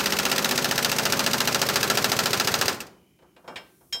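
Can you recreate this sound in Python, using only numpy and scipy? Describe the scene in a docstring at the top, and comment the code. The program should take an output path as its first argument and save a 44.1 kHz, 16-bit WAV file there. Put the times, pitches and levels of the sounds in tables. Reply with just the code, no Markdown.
"""Air hammer on steel

An air hammer beats under a vehicle about 14 times a second. Each impact cracks, excites the modes of
suspension and panels, and reverberates in underbody and workshop; between blows the piston puffs and
taps back. After a weak last stroke, loose parts knock and a steel tool clinks over a faint hiss."""
import sys
import numpy as np
from scipy.fft import rfft, irfft, next_fast_len
from scipy.io import wavfile

SR = 44100
rng = np.random.default_rng(int(sys.argv[2]) if len(sys.argv) > 2 else 0)


def to_wav(sig):
    """Store sig (one row per channel, or 1-D mono) as 16-bit WAV at the path in sys.argv[1].

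    Samples outside -1..1 are clipped; the rate is SR.
    """
    pcm = np.clip(np.atleast_2d(sig), -1, 1) * 32767
    pcm = np.round(pcm).astype(np.int16)
    wavfile.write(sys.argv[1], SR, pcm.T)  # frames by channels


N = 176400


def amp(db):
    """Amplitude ratio of a level in decibels."""
    return 10 ** (np.asarray(db) / 20)

def unit(x):
    """Normalisation to rms 1."""
    return x / np.sqrt(np.mean(x ** 2) + 1e-20)

def along(points, hz):
    """Interpolation on a logarithmic frequency axis."""
    f, v = np.transpose(points)
    return np.interp(np.log(hz + 1), np.log(f + 1), v)

def level(points):
    """Amplitude envelope, linear in decibels between points."""
    return amp(np.interp(np.arange(N) / SR, *np.transpose(points)))

def place(times, sounds):
    """Superposition of sounds delayed to their onset times."""
    out = np.zeros(N + 3 * SR)
    for s, sound in zip(times, sounds):
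        out[SR + round(s * SR):][:len(sound)] += sound
    return out[SR:SR + N]

def steady(spectrum):
    """Stationary noise of rms 1, by spectral shaping of white noise."""
    gain = amp(along(spectrum, np.fft.rfftfreq(N, 1 / SR)))
    return unit(irfft(rfft(rng.standard_normal(N)) * gain, N))

# Share of power coherent between contacts: f/Hz, fraction
COHERENCE = [(150, 0.9), (600, 0.84), (1400, 0.4), (3000, 0.29), (8000, 0.2)]
def bursts(times, level_db, spectrum, t60, attack, size=32768):
    """Dense modes decay as noise: part drifts in phase from contact to contact, part is new."""
    hz, t = np.fft.rfftfreq(size, 1 / SR), np.arange(size) / SR
    phases = np.exp(2j * np.pi * rng.random((len(times) + 1, len(hz))))
    drift_rad = .3 * np.cumsum(rng.standard_normal((len(times), len(hz))), axis=0)
    share = np.clip(along(COHERENCE, hz), 0, 1)
    coherent = np.sqrt(share) * phases[0] * np.exp(1j * drift_rad)
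    fresh = np.sqrt(1 - share) * phases[1:]
    noise = unit(irfft((coherent + fresh) * amp(along(spectrum, hz))))
    envelope = np.exp(-np.log(1000) * t / t60) * (1 - np.exp(-t / attack))
    return place(times, noise * envelope * amp(level_db)[:, None])

def ring(times, level_db, modes, attack, scatter_db, smear, size=22050):
    """Damped free vibration; level and phase scatter per contact, most in the high modes."""
    t = np.arange(size) / SR
    hz, db, t60 = np.transpose(modes)[:, :, None]
    waves = amp(db) * np.exp((2j * np.pi * hz - np.log(1000) / t60) * t) * (1 - np.exp(-t / attack))
    start = 2 * np.pi * rng.random(len(modes))
    chance = rng.standard_normal((len(times), 2, len(modes))) * np.sqrt(hz[:, 0] / 1000)
    gains = amp(level_db.reshape(len(times), -1) + scatter_db * chance[:, 0])
    weights = gains * np.exp(1j * (start + smear * chance[:, 1]))
    return place(times, (weights @ waves).imag)

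# Spectral densities of rumble, hiss and whistle: f/Hz, level/dB
RUMBLE_SPECTRUM = [(25, -34.5), (42, -23), (58, 0.5), (80, -6.5), (110, -7), (170, -2.5), (270, -10.5),
                   (345, -1), (480, -19), (1200, -31), (7000, -31.5), (12000, -59.5)]
HISS_SPECTRUM = [(2000, -28), (4500, -16.5), (5500, -4.5), (7200, -5.5), (8200, -2.5), (9600, 0.5),
                 (13500, 0), (16000, -2.5)]
WHISTLE_SPECTRUM = [(1500, -30), (2430, -3.5), (2700, -17.5), (3030, 1), (3400, -23), (5000, -42.5)]
# Envelopes of hiss and whistle: t/s, level/dB
HISS_ENVELOPE = [(2.9, -71), (3.25, -74.5), (3.55, -68.5), (3.75, -64), (4, -63)]
WHISTLE_ENVELOPE = [(2.8, -67), (3.1, -73), (3.3, -74), (3.6, -92.5)]
def background():
    """Continuous noise: workshop rumble, a broadband hiss and a narrowband whistle of air."""
    rumble = amp(-62.5) * steady(RUMBLE_SPECTRUM)
    hiss = level(HISS_ENVELOPE) * steady(HISS_SPECTRUM)
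    whistle = level(WHISTLE_ENVELOPE) * steady(WHISTLE_SPECTRUM)
    return rumble + hiss + whistle

# Contacts of a loose part, and at 3.943 s the steel tool's dull second contact: t/s, thud level/dB, clack
# level/dB, tool ring level/dB
PART_CONTACTS = [(3.188, -60.5, -64, -82), (3.221, -54.5, -64, -79), (3.363, -52, -53.5, -75),
                 (3.442, -49, -69, -75), (3.477, -36, -42, -51), (3.558, -43.5, -31, -50),
                 (3.568, -50, -39, -46), (3.807, -58.5, -70.5, -73), (3.943, -43.5, -40.5, -55)]
# Spectral densities of dull and hard contacts: f/Hz, level/dB
THUD_SPECTRUM = [(50, -25), (180, 0), (480, 3.5), (1000, 0.5), (1500, -4.5), (3000, -35), (8000, -30),
                 (16000, -52.5)]
CLACK_SPECTRUM = [(200, -8), (1000, -10), (1800, 3.5), (2300, 2), (3200, 0.5), (4300, -2), (6500, -19),
                  (8200, -13.5), (11000, -27.5), (16000, -26)]
# Modes of the loose part and the steel tool: f/Hz, level/dB, T60/s
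PART_MODES = [(1025, -1, .2), (1561, -3, .5), (2085, -4, .2), (2300, 2, .24), (2455, 0, .2),
              (2782, -2, .28)]
TOOL_MODES = [(3203, -1.5, .21), (3871, -12.5, .19), (4156, -18, .12), (5216, -2, .21), (5545, -4.5, .16),
              (6724, -5, .09), (7616, -19, .17), (7668, -20, .2), (8085, -14, .05), (8640, -25, .28),
              (12260, -27, .23), (14050, -14, .04), (15190, -26, .08)]
def knocks():
    """Impact excitation: a loose part thuds and clacks, leaving itself and the tool ringing; the last row is
    the tool's dull second contact after its clink."""
    s, thud_db, clack_db, ring_db = np.transpose(PART_CONTACTS)
    thud = bursts(s, thud_db, THUD_SPECTRUM, t60=.38, attack=.0029)
    clack = bursts(s, clack_db, CLACK_SPECTRUM, t60=.1, attack=.001)
    room = bursts(s + .027, clack_db - 23, CLACK_SPECTRUM, t60=.51, attack=.008)
    part = ring(s, clack_db - 13, PART_MODES, attack=.0013, scatter_db=3, smear=.66)
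    tool = ring(s, ring_db, TOOL_MODES, attack=.002, scatter_db=1, smear=0)
    return thud + clack + room + part + tool

# Spectral density of a sharp metallic tap: f/Hz, level/dB
TAP_SPECTRUM = [(300, -10), (1300, -14.5), (2600, 4.5), (3100, -3), (4800, 1), (6500, -2), (7300, -4.5),
                (8000, -4), (10700, -11.5), (13000, -4.5), (16000, -22)]
def clink():
    """A hard impact sets the high modes of the steel tool in free vibration."""
    s, db = np.array([3.925]), np.array([-34.5])
    clack = bursts(s, db, CLACK_SPECTRUM, t60=.13, attack=.001)
    tap = bursts(s, db + 1, TAP_SPECTRUM, t60=.06, attack=.001, size=8192)
    thud = bursts(s, db - 17, THUD_SPECTRUM, t60=.27, attack=.004)
    tool = ring(s, np.array([-20]), TOOL_MODES, attack=.0064, scatter_db=.5, smear=0)
    return clack + tap + thud + tool

# Ticks of the stopping hammer: t/s, level/dB
RATTLE_TICKS = [(2.744, -32), (2.803, -26.5), (2.866, -44)]
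def rattle():
    """Light impacts give short transients as the hammer comes to rest."""
    s, db = np.transpose(RATTLE_TICKS)
    return bursts(s, db, TAP_SPECTRUM, t60=.059, attack=.001, size=8192)

# Blows of the piston, which also drive piston() and hammer(): t/s, level/dB
BLOW_TRAIN = [(-0.006, 0.5), (0.0583, 0.05), (0.1219, -0.5), (0.187, 0.3), (0.2521, 0.3), (0.315, 0.65),
              (0.38, -0.2), (0.4445, 0.4), (0.5103, 0), (0.5766, 0.4), (0.6438, 0), (0.7105, -0.3),
              (0.7787, -0.1), (0.8463, 0.5), (0.9158, -0.1), (0.9846, 0.7), (1.053, 0.5), (1.1225, 1),
              (1.1925, 0.6), (1.2625, 0.2), (1.3325, 0.36), (1.4035, 0.2), (1.474, 1), (1.5454, 0.24),
              (1.6156, 1), (1.6877, 0.5), (1.7573, 1.2), (1.8294, 0.3), (1.8995, 1.5), (1.9725, 1.0),
              (2.0428, 1), (2.1172, 0.2), (2.1895, 0.6), (2.2574, 0.5), (2.3309, 0.6), (2.3983, 0),
              (2.4727, 0.5), (2.5402, 0.05), (2.6121, 0.5), (2.6807, 0.3)]
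# Low modes of the body panels: f/Hz, level/dB, T60/s
PANEL_MODES = [(60.4, -16, .38), (148, -5, .3), (203, -3.5, .4), (235.3, -3, .35), (256.7, 1, .45)]
def panels(fade_db_per_s=2.5):
    """Resonance: each panel mode swells when the blows fall in step with it."""
    s, db = np.transpose(BLOW_TRAIN)
    return ring(s, db - 34.5 - fade_db_per_s * s, PANEL_MODES, attack=.006, scatter_db=1, smear=.5)

def thumps(s, db, cycle, start_hz=150, sag_hz_per_s=14, growth_db_per_s=1.2, width_s=.007):
    """Venting air gives one Gaussian tone pulse a cycle, deeper and stronger as time goes on."""
    t = np.arange(SR // 10) / SR
    t -= t.mean()
    hz = start_hz - sag_hz_per_s * s[:, None]
    pulse = np.exp(-(t / width_s) ** 2 / 2) * np.sin(2 * np.pi * hz * t)
    gain = amp(db - 37 + growth_db_per_s * s)
    return place(s + .75 * cycle + t[0], gain[:, None] * pulse)

# Return of the piston, earlier near the end: t/s, phase/cycles
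RETURN_PHASE = [(2, .70), (2.3, .65)]
# Exhaust puffs: phase/cycles, level/dB
EXHAUST_PUFFS = [(.5, -30.5), (.63, -26.5)]
# Spectral density of the exhaust: f/Hz, level/dB
EXHAUST_SPECTRUM = [(25, -35.5), (60, -7.5), (90, -12), (140, 3.5), (240, 9), (310, 2), (400, 7),
                    (1000, -2.5), (2800, -4), (4800, -3), (6500, -4.5), (7300, -8.5), (10700, -14.5),
                    (13000, -9), (16000, -15.5)]
def piston():
    """Reciprocating motion: between blows air vents and the piston taps the back of its bore."""
    s, db = np.transpose(BLOW_TRAIN)
    cycle = np.append(np.diff(s), .07)
    db[-1] -= 8.5  # the air is already closing in the final cycle
    jitter, scatter = rng.standard_normal((len(s), 2)).T
    tap_s = s + np.interp(s, *np.transpose(RETURN_PHASE)) * cycle + .0012 * jitter
    taps = bursts(tap_s, db - 21 + 2 * scatter, TAP_SPECTRUM, t60=.036, attack=.0012, size=4096)
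    puffs = sum(bursts(s + phase * cycle, db + puff_db, EXHAUST_SPECTRUM, t60=.12, attack=.002, size=8192)
                for phase, puff_db in EXHAUST_PUFFS)
    return taps + puffs + thumps(s, db, cycle)

# Modes of the suspension: f/Hz, level/dB, T60/s, strongest excitation t/s
SUSPENSION_MODES = [(380, -9, .3, 2.1), (421, -12, .35, 2.3), (498, -5, .35, 1.9), (558, -1, .35, 1.5),
                    (673, -4, .26, 1.3), (705, 8, .045, 1.2), (855, 8, .055, 1), (1034, -7, .3, 1.7),
                    (1352, 9, .09, 2.1), (1730, 11.5, .042, 1.1), (1912, -6, .13, 2.1),
                    (2740, 12, .042, 1.3), (3950, 9, .032, .8), (4800, 9.5, .055, 2.1),
                    (8050, -1, .05, 1.5)]
def suspension(s, db, shift_s=.83, max_loss_db=5.5):
    """Modal coupling depends on the contact point: as the bit shifts, modes swell and fade in turn."""
    modes = np.array(SUSPENSION_MODES)
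    away = 1 - np.exp(-((s[:, None] - modes[:, -1]) / shift_s) ** 2)
    drive_db = db[:, None] - 33 - max_loss_db * away
    return ring(s + .00151, drive_db, modes[:, :-1], attack=.0025, scatter_db=1.5, smear=.35)

# Spectral densities of a blow and its reverberation: f/Hz, level/dB
CRACK_SPECTRUM = [(100, -24.5), (700, -1.5), (1050, -9.5), (1720, -1), (2250, -6.5), (2740, -1), (3200, -6),
                  (3950, -1), (4400, -5), (4800, -1), (5300, -3.5), (6400, -4.5), (7300, -11), (7950, -8),
                  (8500, -14), (10700, -17), (12800, -12.5), (16000, -17.5)]
UNDERBODY_SPECTRUM = [(100, -25), (600, 0.5), (1050, -5), (1350, 4), (2200, -4), (2700, -0.5), (3200, -3.5),
                      (4800, -4), (6500, -6), (7300, -9), (8000, -10), (10700, -17.5), (13000, -13.5),
                      (16000, -18)]
ROOM_SPECTRUM = [(100, -26.5), (400, 6), (700, 3), (1100, 4), (1400, 5.5), (3000, -6.5), (5000, -5),
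                 (8000, -12), (11000, -21), (13000, -16.5), (16000, -19)]
BOOM_SPECTRUM = [(25, -44), (60, -13), (150, -3), (240, 0.5), (305, -7), (380, -0.5), (560, -9.5),
                 (1000, -11), (3000, -49.5)]
def hammer():
    """Impact and reverberation: each blow cracks, booms and rings; underbody and workshop reflect it."""
    s, db = np.transpose(BLOW_TRAIN + [(2.803, -14.5)])  # one weak last stroke
    crack_db = 1.7 * db - 10.5  # harder blows are brighter
    crack = bursts(s, crack_db, CRACK_SPECTRUM, t60=.029, attack=.001, size=4096)
    underbody = bursts(s + .009, db - 19, UNDERBODY_SPECTRUM, t60=.074, attack=.0013, size=8192)
    room = bursts(s + .012, db - 28.5, ROOM_SPECTRUM, t60=.37, attack=.0057)
    boom = bursts(s, db - 33, BOOM_SPECTRUM, t60=.63, attack=.0084)
    return crack + underbody + room + boom + suspension(s, db)

def scene():
    """Linear superposition of all sources at one close point."""
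    return (hammer() + panels() + piston() + rattle() + knocks() + clink() + background())[None]

def record(dry, low_cut_hz=51, top_hz=15800):
    """Band limiting: the deep bass rolls off and nothing passes above the upper limit."""
    size = next_fast_len(N + SR // 2)
    hz = np.fft.rfftfreq(size, 1 / SR)
    low_cut = 1 - np.exp(-(hz / low_cut_hz) ** 4)
    return irfft(rfft(dry, size) * low_cut * (hz < top_hz), size)[:, :N]


dry = scene()
out = record(dry)
to_wav(out)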